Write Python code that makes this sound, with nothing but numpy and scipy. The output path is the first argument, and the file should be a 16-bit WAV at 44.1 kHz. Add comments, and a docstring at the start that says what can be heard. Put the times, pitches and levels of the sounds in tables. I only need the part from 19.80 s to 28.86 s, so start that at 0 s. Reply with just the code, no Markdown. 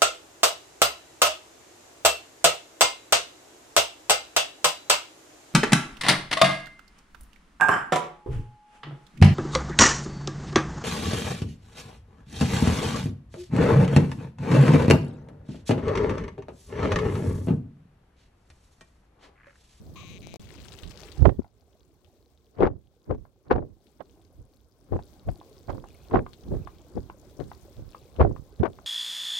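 """Large bubbles burst about twice a second in a big pot of thick stew outdoors: skin tears with wet plops and splutter,
steam puffs out as noise that brightens with its flow, a duller wake buffets mostly the right microphone port, a vent plips.
Behind them a band-noise and bubble-pop simmer murmurs and sizzles, with frying swells on the hot wall and ringing spits.
A short creak of stick-slip clicks over a low rumble comes first, then a close flare of sizzling and a brief silence."""
import sys
import numpy as np
from scipy import signal
from scipy.io import wavfile
from scipy.ndimage import uniform_filter1d, minimum_filter1d

SR = 44100
rng = np.random.default_rng(int(sys.argv[2]) if len(sys.argv) > 2 else 0)


def transcribe(u):
    """Save the signal u as a 16-bit wav file named by the first command-line argument.

    u: samples, shape (n,) or (channels, n), limited to [-1, 1]; the rate is SR.
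    q: integer samples, one column per channel.
    """
    v = np.clip(np.atleast_2d(u).T, -1, 1)
    q = np.round(v * 32767).astype(np.int16)
    wavfile.write(sys.argv[1], SR, q)


N = 399590

# brief silence, with every sound muted: [start t/s, end t/s]
PAUSE = (.569, .595)
# bursting bubbles: [peak t/s, puff level/dB, brightness f/Hz, swell t/s, low thump level/dB,
# left-right level/dB, wake level/dB]
BURSTS = [(1.458, -9.5, 790, 0.0091, 12, -42.5, -33), (2.836, -15, 921, 0.026, 3, 5.5, -34),
          (3.319, -25.5, 564, 0.023, 9.5, 2, -39), (3.719, -19.5, 1158, 0.012, -9.5, 1, -27),
          (4.209, -41.5, 1050, 0.011, -2, -25, -67), (5.143, -25.5, 634, 0.021, 13, 2.5, -45),
          (5.489, -32.5, 560, 0.018, 25.5, 2.5, -61), (5.905, -35, 1010, 0.017, 13, -9, -38.5),
          (6.356, -16.5, 824, 0.024, 2.5, -1, -33), (6.73, -28, 400, 0.048, 9, -4.5, -30.5),
          (7.177, -26.5, 437, 0.019, 10.5, 0, -41.5), (7.61, -31, 570, 0.016, 6.5, 30, -42.5),
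          (8.0, -43.5, 390, 0.023, 20, -11, -45.5), (8.414, -17, 890, 0.015, 15, 3.5, -22),
          (8.846, -22.5, 1020, 0.017, -15, 25.5, -43.5)]


def from_db(db):
    """Decibels to gain."""
    return 10 ** (np.asarray(db) / 20)


def rms_one(x):
    """Scale to rms 1."""
    return x / np.sqrt(np.mean(x ** 2) + 1e-20)


def in_time(rows):
    """The columns of a curve at every sample."""
    s, *columns = np.transpose(rows)
    return [np.interp(np.arange(N) / SR, s, column) for column in columns]


def at_hz(points, hz):
    """Read a spectrum on a log-frequency axis."""
    point_hz, values = np.array(points)[:, 0], np.array(points)[:, 1]
    return np.interp(np.log(hz), np.log(point_hz), values)


def panned(pan_db):
    """Left and right gains of constant power; positive leans left."""
    return rms_one(from_db(np.array([[.5], [-.5]]) * pan_db))


def drift(rate, size=N):
    """Slow random wandering of rms 1: noise through a two-pole low-pass at the rate (Hz), one point per 20 samples."""
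    r = np.exp(-40 * np.pi * rate / SR)
    noise = rng.standard_normal(size // 20 + 2002)
    slow = signal.lfilter([1], [1, -2 * r, r * r], noise)[2000:]  # skip the filter's start
    return np.interp(np.arange(size) / 20, np.arange(len(slow)), rms_one(slow))


def ring(clicks, hz, t60):
    """A resonance: a unit click sets a sine ringing from height 1, down 60 dB after t60 (s)."""
    r, w = from_db(-60 / (t60 * SR)), 2 * np.pi * hz / SR
    return signal.lfilter([0, np.sin(w)], [1, -2 * r * np.cos(w), r * r], clicks + 1e-18)


def cut(x, hz, kind, order=2):
    """Butterworth low-, high- or band-pass."""
    return signal.sosfilt(signal.butter(order, hz, kind, fs=SR, output="sos"), x)


def held(start, end, attack, release):
    """An envelope that rises to 1, holds until its end and dies away exponentially (all in s)."""
    t = np.arange(N) / SR
    return np.clip((t - start) / attack, 0, 1) * np.exp(-np.clip((t - end) / release, 0, 20))


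def add(out, s, sound):
    """Mix a short stereo sound in at its time."""
    at = round(s * SR)
    out[:, at:at + sound.shape[1]] += sound[:, :N - at]


def noise_bands(low_hz, count):
    """Half-octave bands taken in turn from two unrelated stereo noises, power 1 per kHz: (centre Hz, noise)."""
    white = rng.standard_normal((2, 2, N)) * np.sqrt(SR / 2000)
    for k in range(count):
        low = low_hz * 2 ** (k / 2)
        high = min(low_hz * 2 ** ((k + 1) / 2), SR / 2 - 10)
        yield np.sqrt(low * high), cut(white[k % 2], [low, high], "band", order=3)


def crackle(per_s, spread_db, low_hz, high_hz, cycles, clump_db):
    """Tiny bubbles pop at random, in clumps, with uneven sizes and 20 pitches, each ringing for some cycles; rms 1."""
    at = np.flatnonzero(rng.random(N) < per_s * from_db(clump_db * drift(5)) / SR)
    sizes = from_db(spread_db * np.minimum(rng.exponential(1, len(at)), 4))
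    sizes = sizes * rng.choice([-1, 1], len(at))
    dealt = rng.integers(0, 20, len(at))  # which pitch each pop gets
    out = np.zeros(N)
    for k, hz in enumerate(np.geomspace(low_hz, high_hz, 20)):
        clicks = np.zeros(N)
        clicks[at] = sizes * (dealt == k)
        out += ring(clicks, hz, cycles / hz)
    return rms_one(cut(out, low_hz, "high", order=1))


def hollow(x):
    """The air in the pot rings along: resonant peaks are added to whatever sounds inside it."""
    # resonances of the pot's air: [f/Hz, width f/Hz, level/dB against the direct sound]
    air_modes = [(376, 240, -3.5), (1068, 38, -9.5), (1880, 11, -6.5)]
    out = x
    for hz, width, db in air_modes:
        out = out + from_db(db) * signal.lfilter(*signal.iirpeak(hz, hz / width, fs=SR), x)
    return out


def fire():
    """A low band-noise rumble at the start, probably the draught of the wood fire under the pot."""
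    rumble = rms_one(cut(rng.standard_normal((2, N)), [65, 190], "band"))
    # holds until the brief silence, then fades
    return from_db(-47) * rumble * held(0, PAUSE[0], attack=1 / SR, release=0.34)


def wash(spectrum, pan, bands, patchy_db, rate):
    """Stereo noise shaped band by band, each band flickering on its own; rms 1."""
    # how alike the two microphone ports hear: [f/Hz, likeness 0-1]
    port_likeness = [(60, 0.97), (130, 0), (290, 0.98), (3100, 0)]
    out = 0
    for hz, (mid, side) in bands:
        alike = np.clip(at_hz(port_likeness, hz), -1, 1)
        gain = from_db(at_hz(spectrum, hz) + patchy_db * drift(rate)) * panned(at_hz(pan, hz))
        stereo = np.sqrt(1 + alike) * mid + np.sqrt(1 - alike) * side * [[1], [-1]]
        out = out + gain * stereo
    return rms_one(out)


def simmer(bands):
    """A gurgling murmur from deep in the pot and a sizzle of fine bubbles on the hot wall, with one close flare."""
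    # level of the simmer: [t/s, level/dB]
    simmer_level = [(0, 4.5), (1.45, 10), (1.7, -2.5), (3.7, -7.5), (4.3, -0.5), (4.9, -4), (5.3, 4.5),
                    (8.3, 5.5)]
    # spectra of murmur and hiss: [f/Hz, level/dB per Hz, relative]
    murmur_spectrum, hiss_spectrum = [(30, -4.5), (64, 12.5), (216, -2.5), (673, -11.5), (1345, -18.5)], [(1900, -6.5), (2700, -9), (3800, -3), (5400, -4.5),
                                                      (10800, -13.5), (15200, -7.5)]
    # where they lie between the ports: [f/Hz, left-right level/dB]
    murmur_pan, hiss_pan = [(60, -8), (200, 1), (500, 3), (1500, 1.5)], [(2700, -0.5), (4400, 10), (7600, 31.5), (10800, 25.5),
                                                (15000, -1.5)]
    murmur_db, sizzle_db, near_db = -59.5, -72.5, -79  # where the level curve reads 0 dB
    flare_db = -57

    murmur = wash(murmur_spectrum, murmur_pan, bands[:12], patchy_db=2, rate=20)
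    gurgle = crackle(per_s=61, spread_db=3.0, low_hz=295.5, high_hz=800, cycles=31, clump_db=3.5)
    deep = hollow(murmur + from_db(-9.5) * gurgle)

    highs = wash(hiss_spectrum, hiss_pan, bands[12:], patchy_db=1, rate=20)
    ticks = crackle(per_s=270, spread_db=4.5, low_hz=4640, high_hz=13800, cycles=20.0, clump_db=3.5)
    hiss = from_db(-1.13 + 2.0 * drift(7.2)) * highs + from_db(-4.5) * ticks * panned(42)
    far = crackle(per_s=260, spread_db=11.5, low_hz=3200, high_hz=5000, cycles=18, clump_db=4.0)
    far = from_db(-7.0 + 2.0 * drift(21)) * far * panned(3.8)
    near = crackle(per_s=3000, spread_db=5.5, low_hz=2050, high_hz=8400, cycles=16, clump_db=3.5) * panned(44.0)
    sizzle = from_db(sizzle_db) * (hiss + far) + from_db(near_db) * near

    coarse = crackle(per_s=1100, spread_db=0.0, low_hz=700, high_hz=3200, cycles=3.1, clump_db=2.0) * panned(9.3)
    flare = held(start=0.56, end=1.5, attack=0.13, release=0.013) * from_db(flare_db + 3.5 * drift(30))
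    steady = from_db(murmur_db) * deep + sizzle
    return from_db(in_time(simmer_level)[0]) * steady + flare * (near + from_db(-5.0) * coarse)


def swells(pan_db=1.0, half_s=0.12):
    """Patches of dense frying come and go in bell-shaped swells where the sauce wets the hot wall."""
    # sauce washing up the wall: [peak t/s, level/dB]
    washes_up = [(6.15, -66.5), (6.92, -68), (8.25, -66.5)]
    t = np.arange(N) / SR
    wetted = 0
    for s, db in washes_up:
        wetted = wetted + from_db(db) * np.exp(-np.minimum(((t - s) / half_s) ** 2, 20))
    frying = crackle(per_s=990, spread_db=5.5, low_hz=2215, high_hz=4530, cycles=62, clump_db=4.5)
    return wetted * cut(frying, 4300, "low", order=4) * panned(pan_db)


def creak(uneven_db=1.5, pan_db=22.0):
    """Stick-slip: two strokes of sharp slips ring a few modes, with a short squeal at the start and a few late jolts."""
    # strokes: [start t/s, end t/s, unevenness of the slips 0-1, level/dB]
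    strokes = [(0.158, 0.383, .2, -48), (0.412, 0.568, .3, -50.5)]
    # speed: [t/s, slip rate f/Hz]
    slip_rate = [(.19, 290), (.275, 205), (.37, 190), (.4, 130), (.56, 190)]
    # what the creak rings with: [f/Hz, level/dB, 60 dB decay t/s]
    creak_modes = [(2300, 9, 0.0076), (2800, 17, 0.0011), (3930, 4.5, 0.0082), (6250, 0.5, 0.0043)]
    # harder slips at the end: [t/s, level/dB]
    hard_slips = [(0.471, -27.5), (.541, -25), (0.559, -27.5)]

    t, slips = np.arange(N) / SR, np.zeros(N)
    for start, end, jitter, db in strokes:
        per_s = in_time(slip_rate)[0] * np.exp(jitter * drift(70))
        clicks = np.diff(np.floor(np.cumsum(per_s) / SR), prepend=0)  # one click per whole cycle
        slips += from_db(db) * (t > start) * (t < end) * clicks
    body = 0
    for k, (hz, mode_db, t60) in enumerate(creak_modes):
        struck = slips * from_db(mode_db + uneven_db * drift(55))
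        body = body + (-1) ** k * ring(struck, hz, t60)
    body = cut(cut(body, 8300, "low", order=6), 1550, "high", order=6)

    squeal = np.sin(2 * np.pi * np.cumsum(1100 * (1 + 0.044 * drift(110))) / SR)
    squeal = squeal * from_db(-46.5) * held(start=0.153, end=0.16, attack=0.0082, release=0.077)

    jolts = np.zeros(N)
    for s, jolt_db in hard_slips:
        jolts[round(s * SR)] = from_db(jolt_db)
    knocks = ring(jolts, 630, 0.006) + ring(jolts, 5500, 0.00077)
    return (body + knocks) * panned(pan_db) + squeal


def spits(hz=3700, pitch_spread=0.099, cycles=8.6, clicks_per_s=900, splutter_s=0.012, after_share=0.41, pan_db=23.0):
    """A droplet snaps on the hot metal and scatters smaller snaps, ringing at three pitches around one of its own."""
    # sauce spitting on the hot wall: [t/s, level/dB]
    droplets = [(.803, -37), (.921, -31.5), (0.988, -35.5), (1.034, -32), (1.111, -37), (1.174, -32.5),
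                (1.2335, -34), (1.318, -33.5), (2.246, -49.5), (4.069, -48.5), (4.296, -50.5), (5.332, -50),
                (5.901, -37), (6.087, -45), (6.533, -38), (7.601, -43.5), (8.133, -44), (8.363, -43),
                (8.795, -46)]
    out, t = np.zeros((2, N)), np.arange(SR // 20) / SR
    for s, db in droplets:
        burst = 0
        for pitch in hz * np.exp(pitch_spread * (rng.standard_normal() + np.arange(-1, 2))):
            scattered = (rng.random(len(t)) < clicks_per_s / SR) * rng.standard_normal(len(t))
            clicks = after_share * scattered * np.exp(-t / splutter_s)
            clicks[rng.integers(SR // 1000)] = 1  # the first snap, within 1 ms
            burst = burst + ring(clicks, pitch, cycles / pitch)
        add(out, s, from_db(db) * burst / np.abs(burst).max() * panned(pan_db))
    return out


def pop(hz, decay, rise=0.35, wobble=0.073, tear=.42, tear_reach=1.21, attack=0.00063):
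    """A cavity opens: it rings for a few cycles, wobbling and rising in pitch, with a rasp of torn sauce."""
    t = np.arange(SR // 20) / SR
    pitch = hz * np.exp(rise * (np.tanh(t / decay / 2) - .5) + wobble * drift(270, size=len(t)))
    tone = np.sin(2 * np.pi * np.cumsum(pitch) / SR)
    rasp = cut(rng.standard_normal((2, len(t))), tear_reach * hz, "low", order=3)
    rasp = rms_one(cut(rasp, hz / 2, "high"))
    envelope = (1 - np.exp(-t / attack)) * np.exp(-t / decay)
    return envelope * (tone + tear * rasp)


def plips(hz=1050, decay_s=0.0017, pitch_spread=0.14, wall_share=0.028, wall_s=0.015, pan_db=4.5):
    """The closing vent gives a short soft blip, each at its own pitch, smeared by reflections from the pot wall."""
    # vents slapping shut after a burst: [t/s, level/dB]
    closings = [(1.619, -39), (1.645, -34.5), (3.4525, -39.5), (5.1905, -23.5), (5.613, -31), (6.04, -30.5),
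                (6.464, -25.5), (6.873, -23.5), (7.299, -25), (7.7158, -26), (8.1472, -25.5), (8.563, -31),
                (8.9871, -33)]
    out = np.zeros((2, N))
    for s, db in closings:
        pitch = hz * np.exp(pitch_spread * rng.standard_normal())
        add(out, s, from_db(db) * pop(pitch, decay_s))
    t = np.arange(SR // 20) / SR
    echoes = rng.standard_normal((2, len(t))) * np.exp(-t / wall_s)
    reflected = signal.fftconvolve(out, echoes, axes=1)[:, :N]
    return (out + wall_share * reflected) * panned(pan_db)


def splutter(per_s=330, spread_db=4.0, spray_db=-22.5, reach_swells=1.44, release_s=0.005):
    """Wet tearing of each bubble's skin: short pops and finer spray that stop abruptly when the vent empties."""
    opened = 0
    for s, db, bright_hz, swell, _, pan_db, _ in BURSTS:
        strength = from_db(db - 25) * (bright_hz / 740) ** 2.6  # brighter puffs splutter more
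        reach = reach_swells * swell  # either side of the puff's peak
        vent = held(s - reach, s + reach, swell, release_s)
        opened = opened + strength * vent * panned(pan_db)
    pops = crackle(per_s, spread_db, low_hz=800, high_hz=2070, cycles=5.5, clump_db=0)
    spray = crackle(2 * per_s, spread_db, low_hz=2200, high_hz=4780, cycles=10, clump_db=-0.5)
    wet = cut(pops, 1700, "low") + from_db(spray_db) * spray
    return opened * cut(wet, 6500, "low", order=4)


def plops(decay_s=0.0041, snap_db=-31.0, snap_follows=.55, snap_hz=2300, snap_s=0.0045):
    """Each tear in a skin is a ringing plop with a softer wet noise snap, on its bubble's side."""
    # skin tearing open, sometimes more than once per bubble: [t/s, level/dB, pitch f/Hz]
    tears = [(1.4545, -3, 723), (1.492, -15, 646), (2.785, -36, 700), (2.805, -12, 453), (2.8315, -8, 424),
             (2.872, -18, 800), (3.3095, -28.5, 766), (3.7127, -4.5, 461), (3.76, -22.5, 800),
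             (4.2054, -30.5, 700), (5.487, -22, 640), (5.8955, -25, 790), (6.311, -32.5, 1100),
             (6.3462, -16, 726), (7.601, -32, 700), (8.4013, -14.5, 647), (8.416, -16.5, 543),
             (8.8332, -9, 380), (8.856, -18, 1134)]
    out, t = np.zeros((2, N)), np.arange(SR // 20) / SR
    burst_s, *_, pan_db, _ = np.transpose(BURSTS)
    for s, db, hz in tears:
        spray = cut(rng.standard_normal((2, len(t))), snap_hz, "low", order=3)
        spray = rms_one(cut(spray, snap_hz / 2, "high"))
        # small tears have relatively more snap, though the plop stays louder
        snap = from_db(snap_db + snap_follows * db) * spray * np.exp(-t / snap_s)
        cavity = from_db(db) * cut(pop(hz, decay_s), 2 * snap_hz, "low", order=3)
        nearest = np.argmin(np.abs(burst_s - s))
        add(out, s, (snap + cavity) * panned(pan_db[nearest]))
    return out


def jet(bands, s, db, bright_hz, swell, fade, thump_db, pan_db,
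        dulling=0.29, slope=6.93, finest=2.6, thump_hz=135, eddy_db=3.0, eddy_rate=110, abrupt=1.52):
    """A jet of steam swells and fades; the faster it flows, the finer its eddies and the brighter it is."""
    out = np.zeros((2, N))
    span = slice(int((s - .2) * SR), min(int((s + .35) * SR), N))
    t = np.arange(N)[span] / SR - s
    decay = np.where(t < 0, np.abs(t / swell) ** abrupt, t / fade)
    flow_db = -20 / np.log(10) * np.minimum(decay, 20)  # exp(-decay) in dB
    # each microphone port meets its own eddies
    eddies = eddy_db * np.array([drift(eddy_rate, size=SR)[:len(t)] for port in range(2)])
    corner = bright_hz * from_db(dulling * flow_db + eddies * .5)
    strength = from_db(db + flow_db + eddies) * panned(pan_db)
    dull = corner ** -slope
    for hz, noise in bands:
        thump = from_db(thump_db / (1 + (hz / thump_hz) ** 7.9))
        # the spectrum falls past the corner, and faster still past the finest eddies
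        loss = (1 + hz ** slope * dull) * (1 + (hz / (finest * corner)) ** 2)
        out[:, span] += noise[:, span] * strength * thump / np.sqrt(loss)
    return out


def puffs(bands, fade_per_swell=0.95, gust_hz=190):
    """Steam jets: each burst leaks a little, then puffs and trails a slower wake; a few dull gusts hit the ports."""
    # steam blowing straight onto a microphone port:
    # [peak t/s, level/dB, swell t/s, low thump level/dB, left-right level/dB]
    gusts = [(1.068, -37, 0.032, 16, -36), (1.426, -22.5, 0.025, 22.5, -38), (1.484, -6.5, 0.013, 10, -41),
             (1.595, -12, 0.011, -6, 20), (4.599, -53, 0.032, 22.5, -6), (8.812, -7.5, 0.011, -0.5, -11.5)]
    wake_thump_db = np.array([[-6], [15]])  # left, right: it buffets mostly the right port
    out = np.zeros((2, N))
    other_eddies = [(hz, noise[:, ::-1]) for hz, noise in bands]  # the same noise backwards
    for s, db, bright_hz, swell, thump_db, pan_db, wake_db in BURSTS:
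        out += jet(bands, s, db, bright_hz, swell, fade_per_swell * swell, thump_db, pan_db)
        # soft, thin leak ahead of the puff
        out += jet(other_eddies, s - 0.041, db - 41.5, 1200, 2 * swell, swell, thump_db=0, pan_db=0)
        # duller wake after it
        out += jet(other_eddies, s + 0.04, wake_db, 0.53 * bright_hz, swell=0.037, fade=0.051,
                   thump_db=wake_thump_db, pan_db=-1.5)
    for s, db, swell, thump_db, pan_db in gusts:
        out += jet(bands, s, db, gust_hz, swell, fade_per_swell * swell, thump_db, pan_db)
    return cut(out, 28, "high")


def dip_behind(loud, threshold_db=-24.5, depth=0.38, recovery_db_per_s=38.0):
    """A gain that drops as soon as a burst is loud and then creeps back; depth scales both the drop and the recovery."""
    t = np.arange(N) / SR
    power = uniform_filter1d(np.mean(loud ** 2, axis=0), size=441)  # over 10 ms
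    level_db = 10 * np.log10(np.abs(power) + 1e-12)
    over_db = np.maximum(level_db - threshold_db, 0)
    recovery = recovery_db_per_s * t
    held_over_db = np.maximum.accumulate(over_db + recovery) - recovery
    return from_db(-depth * held_over_db)


def scene():
    """All sources together, with one brief silence; the simmer dips behind the loudest bursts."""
    t = np.arange(N) / SR
    bands = list(noise_bands(25, count=19))
    sounding = uniform_filter1d(1.0 * ((t < PAUSE[0]) | (t > PAUSE[1])), size=60)
    bubbles = hollow(puffs(bands) + plops() + plips()) + splutter()
    background = fire() + dip_behind(bubbles) * simmer(bands) + swells()
    return (background + creak() + spits() + bubbles) * sounding


def record(dry):
    """A fast limiter holds the strongest peaks at full scale, then a steep low-pass cuts the top."""
    needed = 1 / np.maximum(np.abs(dry), 1)
    gain = uniform_filter1d(minimum_filter1d(needed, size=221), size=221)  # 5 ms windows
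    low_pass = signal.ellip(10, .1, 80, 15900, fs=SR, output="sos")
    return signal.sosfilt(low_pass, dry * gain)


dry = scene()
out = record(dry)
transcribe(out)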